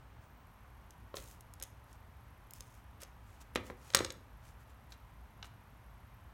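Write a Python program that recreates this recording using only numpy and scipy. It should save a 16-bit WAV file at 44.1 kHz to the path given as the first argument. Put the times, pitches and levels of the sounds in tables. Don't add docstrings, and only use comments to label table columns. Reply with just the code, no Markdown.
import sys
import numpy as np
from scipy import signal
from scipy.fft import rfft, irfft, next_fast_len
from scipy.io import wavfile
from scipy.ndimage import uniform_filter1d

SR = 44100
rng = np.random.default_rng(int(sys.argv[2]) if len(sys.argv) > 2 else 0)


def bounce(signal):
    frames = np.transpose(np.atleast_2d(signal))
    limited = np.clip(frames, -1, 1)
    pcm = np.round(limited * 32767).astype(np.int16)
    wavfile.write(sys.argv[1], SR, pcm)


N = 279153
TIME_S = np.arange(N) / SR

# freq_hz, density_db
VENT_SPECTRUM = [(20, -25), (35, -21.5), (48, -2), (59, 0), (78, -7), (112, -6), (145, -16.5), (260, -20.5),
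                 (340, -26.5), (520, -26.5), (950, -21), (2000, -30.5), (2900, -36), (5000, -46),
                 (16000, -74.5)]
HISS_SPECTRUM = [(1000, -4.5), (4900, -7), (5600, 2.5), (7700, -2), (8700, 2.5), (9900, 0), (10500, -9),
                 (11300, -3.5), (12600, 2.5), (16000, -1.5)]
SLIDE_SPECTRUM = [(300, -3.5), (1500, 2.5), (4000, -2.5), (7000, 0), (10000, -4.5), (16000, -10)]
PEEL_SPECTRUM = [(150, 4.5), (450, 2), (1000, -16.5), (2500, -3.5), (4300, -7.5), (6300, -1.5), (10000, -5),
                 (16000, -7)]
# start_s, pitch_hz
WHINE_STEPS = [(0.191, 15400), (.283, 12100), (.368, 15400), (.454, 11350)]
# freq_hz, t60_s
ROOM_DECAY = [(100, 0.51), (500, 0.43), (2000, 0.322), (6000, .35), (15000, 0.41)]
# freq_hz, gain_db
ROOM_SPECTRUM = [(80, 8.5), (400, -5.5), (1500, -2), (4000, -7.5), (8000, -14), (16000, -14)]

# centre_s, length_s, level_db
SLIDES = [(0.24, 0.042, -74), (1.913, 0.072, -74), (3.023, 0.0206, -52), (3.327, 0.117, -72.5),
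          (3.416, 0.0158, -59), (3.677, 0.045, -59.5), (3.892, 0.114, -61), (4.473, 0.0643, -65.5),
          (4.613, 0.032, -71.5), (4.707, 0.027, -72), (4.923, .029, -66), (5.456, 0.0266, -63.5)]
# start_s, length_s, level_db
STROKES = [(1.148, 0.177, -62.5), (2.538, 0.238, -72)]
# start_s, level_db, lowpass_hz
PAPER_FLICKS = [(4.9212, -52.5, 9000), (4.9242, -56.5, 8900), (5.4272, -44, 4595), (5.4445, -52.5, 2470)]
SHELL_CLACKS = [(1.1684, -41.5, 5540), (1.1827, -49, 3100), (1.613, -53.5, 2600), (3.9023, -49, 5000),
                (3.9362, -40.5, 3500), (3.9475, -17, 11100), (3.9535, -30, 14000), (3.9702, -30, 8000),
                (3.9893, -33.5, 5440), (4.0468, -34, 6500), (4.1038, -40.5, 6340)]
DESK_KNOCKS = [(3.5572, -26.5, 4997), (3.5755, -39, 896), (3.7, -39, 1140), (3.9495, -35, 2000),
               (4.0035, -29, 1576)]
TIP_PRESSES = [(1.1416, -39, 2500), (1.172, -48, 1470), (1.6262, -60.5, 2490), (2.6072, -59, 1500),
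               (3.0285, -52.5, 1500)]
RUNNER_TICKS = [(.907, -56.5, 8970), (1.1562, -54.5, 10900), (1.4083, -55.5, 13700), (1.5377, -54, 14000),
                (1.5997, -54, 7900), (1.625, -41, 12870), (1.6277, -43.5, 12800), (1.6364, -45.5, 11000),
                (1.9294, -61, 8950), (2.5083, -52, 17100), (2.5355, -48.5, 15000), (2.6068, -46.5, 7800),
                (3.0183, -51.5, 11000), (3.0336, -48, 8540), (3.5516, -49.5, 8000), (4.1237, -53.5, 14000)]
# freq_hz, gain_db, t60_s
CARD_MODES = [(740, -17, 0.032), (1530, -7, 0.028), (2853, -0.5, 0.0063), (3980, 4, 0.012)]
SHELL_MODES = [(395, -19, 0.045), (527, -10, 0.06), (1329, -11, 0.035), (1558, -11, 0.027),
               (3932, -4.5, 0.019), (4270, -12.5, 0.021), (5097, -6, 0.017), (5450, -2.5, 0.016),
               (6522, 4, 0.011), (6610, -2, 0.011), (8337, 0.5, .015), (9570, -5, 0.015),
               (11000, -18, 0.029)]
DESK_MODES = [(103.9, -16, 0.1485), (266, -12.5, 0.047), (355.9, -6.5, .08), (495.3, -5.5, 0.07),
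              (1194.6, -13, 0.048), (1441, -15.5, 0.036), (2210, -3, .028), (4200, -1.5, 0.01242)]
TIP_MODES = [(440.4, -4.5, 0.057), (544.4, 10.5, 0.0246), (1057, -2, 0.0406)]
SPOOL_MODES = [(2634, -20.5, 0.0053), (5298, -11, 0.022), (6580, 2, 0.00574), (9400, -22.5, 0.0034),
               (11050, -16.5, 0.0025), (14080, -9.5, 0.0044)]
# freq_hz, density_db
CARD_CRACK = [(300, -15.5), (1300, 1.5), (2100, -3), (2800, 1), (4200, -0.5), (6000, 1), (9000, -20),
              (16000, 1)]
SHELL_CRACK = [(150, -14), (450, -3.5), (780, -10.5), (1650, -0.5), (2700, -5.5), (4000, 0.5), (5700, -6.5),
               (6800, -4.5), (8500, -1.5), (10500, -7.5), (16000, -7)]
DESK_CRACK = [(80, -13), (170, -5.5), (330, 4), (520, 2.5), (760, -5.5), (1100, -0.5), (1400, -5),
              (2100, -1), (2900, -7.5), (4000, -2), (5000, -10.5), (9000, -8), (16000, -3.5)]
TIP_CRACK = [(150, -19.5), (500, 0), (1000, 0.5), (2000, -5.5), (3400, -1), (5000, -14), (16000, -20)]
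SPOOL_CRACK = [(300, -7), (1500, -9), (3200, -1), (4700, -7), (6200, 0), (8500, 3.5), (12000, 5),
               (16000, 3)]


def from_db(db):
    return 10 ** (np.asarray(db) / 20)


def unit_rms(x):
    return x / np.sqrt(np.mean(x ** 2) + 1e-20)


def at_hz(table, hz):
    known_hz, values = np.transpose(table)
    return np.interp(np.log(np.maximum(hz, 1)), np.log(known_hz), values)


def lowpass(x, cutoff_hz):
    return signal.sosfilt(signal.butter(2, min(cutoff_hz, .45 * SR), fs=SR, output="sos"), x)


def noise(spectrum):
    size = next_fast_len(N)
    gain = from_db(at_hz(spectrum, np.fft.rfftfreq(size, 1 / SR)))
    return unit_rms(irfft(rfft(rng.standard_normal(size)) * gain, size)[:N])


def background(vent_db, hiss_db):
    return from_db(vent_db) * noise(VENT_SPECTRUM) + from_db(hiss_db) * noise(HISS_SPECTRUM)


def whine(level_db, half_width_hz, leap_hz, pulse_db):
    starts_s, steps_hz = np.transpose(WHINE_STEPS)
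    pitch_hz = steps_hz[np.searchsorted(starts_s, TIME_S) - 1]
    pulse = np.sin(2 * np.pi * 30 * TIME_S) + np.sin(2 * np.pi * 43 * TIME_S)
    leap = np.maximum(unit_rms(lowpass(rng.standard_normal(N), 70)), 0) ** 2
    phase = 2 * np.pi * np.cumsum(pitch_hz + leap_hz * leap) / SR
    band = lowpass(rng.standard_normal(N), half_width_hz) * np.sin(phase)
    return from_db(level_db) * (TIME_S > starts_s[0]) * unit_rms(band * from_db(pulse_db * pulse))


def room(x, tail_db, build_s, ceiling_s, ceiling_db, ceiling_hz):
    t_s = TIME_S[:SR // 2]
    white = rng.standard_normal((2, len(t_s))) / np.sqrt(SR)
    edges_hz = np.geomspace(60, 17000, 13)
    tail = 0
    for k, (low_hz, high_hz) in enumerate(zip(edges_hz, edges_hz[1:])):
        bandpass = signal.butter(2, [low_hz, high_hz], "band", fs=SR, output="sos")
        centre_hz = np.sqrt(low_hz * high_hz)
        envelope_db = at_hz(ROOM_SPECTRUM, centre_hz) - 60 * t_s / at_hz(ROOM_DECAY, centre_hz)
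        tail += signal.sosfilt(bandpass, white[k % 2]) * from_db(envelope_db)
    diffuse = signal.fftconvolve(x, tail * (1 - np.exp(-t_s / build_s)))[:N]
    echo = np.interp(TIME_S - ceiling_s, TIME_S, lowpass(x, ceiling_hz), left=0)
    return x + from_db(tail_db) * diffuse + from_db(ceiling_db) * echo


def crack(spectrum, t60_s, size):
    hz = np.fft.rfftfreq(2 * size, 1 / SR)
    burst = rfft(rng.standard_normal(size) * from_db(-60 * TIME_S[:size] / t60_s), 2 * size)
    local_rms = np.sqrt(uniform_filter1d(np.abs(burst) ** 2, size=size // 50))
    flat = burst / unit_rms(local_rms)
    return irfft(flat * unit_rms(from_db(at_hz(spectrum, hz))))[:size]


def strikes(impacts, modes, crack_spectrum, crack_db, crack_t60_s, rise_s, gain_spread, detune):
    t_s = TIME_S[:SR // 4]
    mode_hz, mode_db, t60_s = np.transpose(modes)[:, :, None]
    out = np.zeros(N + len(t_s))
    for start_s, level_db, lowpass_hz in impacts:
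        gain = from_db(mode_db) * np.exp(gain_spread * rng.standard_normal(mode_hz.shape))
        gain *= rng.choice([-1, 1], mode_hz.shape)
        pitch_hz = mode_hz * (1 + detune * rng.standard_normal(mode_hz.shape))
        ring = np.sum(gain * np.sin(2 * np.pi * pitch_hz * t_s) * from_db(-60 * t_s / t60_s), axis=0)
        body = ring + from_db(crack_db) * crack(crack_spectrum, crack_t60_s, len(t_s))
        blow = lowpass(body * (1 - np.exp(-t_s / rise_s)), lowpass_hz)
        rms_5ms = np.sqrt(np.sum(blow ** 2) / (SR // 200))
        start = round(start_s * SR)
        out[start:start + len(t_s)] += from_db(level_db) * blow / rms_5ms
    return out[:N]


def friction(spectrum, slips_per_s, spread_db, puff_t60_s, smooth_db):
    slips = (rng.random(N) < slips_per_s / SR) * from_db(spread_db * np.minimum(rng.exponential(1, N), 4))
    puffs = signal.lfilter([1], [1, -from_db(-60 / (puff_t60_s * SR))], slips + 1e-18)
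    return unit_rms(noise(spectrum) * (unit_rms(puffs) + from_db(smooth_db)))


def paper():
    speed = sum(from_db(level_db) * np.exp(-2 * ((TIME_S - centre_s) / length_s) ** 2)
                for centre_s, length_s, level_db in SLIDES)
    rub = friction(SLIDE_SPECTRUM, slips_per_s=700, spread_db=3.5, puff_t60_s=0.003, smooth_db=0.5)
    flicks = strikes(PAPER_FLICKS, CARD_MODES, CARD_CRACK, crack_db=5.5, crack_t60_s=0.0241,
                     rise_s=0.0001, gain_spread=0.123, detune=0.0147)
    return speed * rub + flicks


def tape_peel(attack_s, grab_db, grab_s, release_db_per_s):
    pull = 0
    for start_s, length_s, level_db in STROKES:
        age_s = np.maximum(TIME_S - start_s, 0)
        boost_db = grab_db * np.exp(-(age_s / grab_s) ** 2)
        release_db = release_db_per_s * np.maximum(age_s - length_s, 0)
        pull += np.minimum(age_s / attack_s, 1) * from_db(level_db + boost_db - release_db)
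    return pull * friction(PEEL_SPECTRUM, slips_per_s=600, spread_db=-2, puff_t60_s=0.0027, smooth_db=1.5)


def spool_ratchet(ticks_per_s, above_pull_db, spread_db, lowpass_hz):
    ticks = []
    for start_s, length_s, pull_db in STROKES:
        lateness, strength = rng.standard_normal((32, 2)).T
        ages_s = (np.arange(1, 33) + lateness / 4) / ticks_per_s
        levels_db = pull_db + above_pull_db + spread_db * strength
        ticks += [(start_s + age_s, level_db, lowpass_hz)
                  for age_s, level_db in zip(ages_s, levels_db) if age_s < length_s]
    return ticks


def tape_runner():
    tip = strikes(TIP_PRESSES, TIP_MODES, TIP_CRACK, crack_db=12.5, crack_t60_s=0.0089,
                  rise_s=0.00057, gain_spread=0.146, detune=0.0145)
    peel = tape_peel(attack_s=0.015, grab_db=12, grab_s=0.0538, release_db_per_s=253.5)
    ticks = RUNNER_TICKS + spool_ratchet(ticks_per_s=41, above_pull_db=2.5, spread_db=2, lowpass_hz=10000)
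    spool = strikes(ticks, SPOOL_MODES, SPOOL_CRACK, crack_db=8, crack_t60_s=0.0089,
                    rise_s=0.000063, gain_spread=0.18, detune=0.0393)
    return tip + peel + spool


def runner_on_desk():
    shell = strikes(SHELL_CLACKS, SHELL_MODES, SHELL_CRACK, crack_db=7, crack_t60_s=0.014,
                    rise_s=0.00028, gain_spread=0.15, detune=0.0065)
    desk = strikes(DESK_KNOCKS, DESK_MODES, DESK_CRACK, crack_db=12, crack_t60_s=0.0243,
                   rise_s=0.00027, gain_spread=0.14, detune=0.008)
    return shell + desk


def scene():
    handling = tape_runner() + runner_on_desk() + paper()
    mix = room(handling, tail_db=12.5, build_s=0.004, ceiling_s=0.016, ceiling_db=-13.5, ceiling_hz=6130)
    mix += background(vent_db=-56, hiss_db=-78)
    mix += whine(level_db=-81, half_width_hz=320, leap_hz=640, pulse_db=4.5)
    return mix[None]


def record(dry):
    return signal.sosfilt(signal.ellip(10, .2, 70, 16200, fs=SR, output="sos"), dry)


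dry = scene()
out = record(dry)
bounce(out)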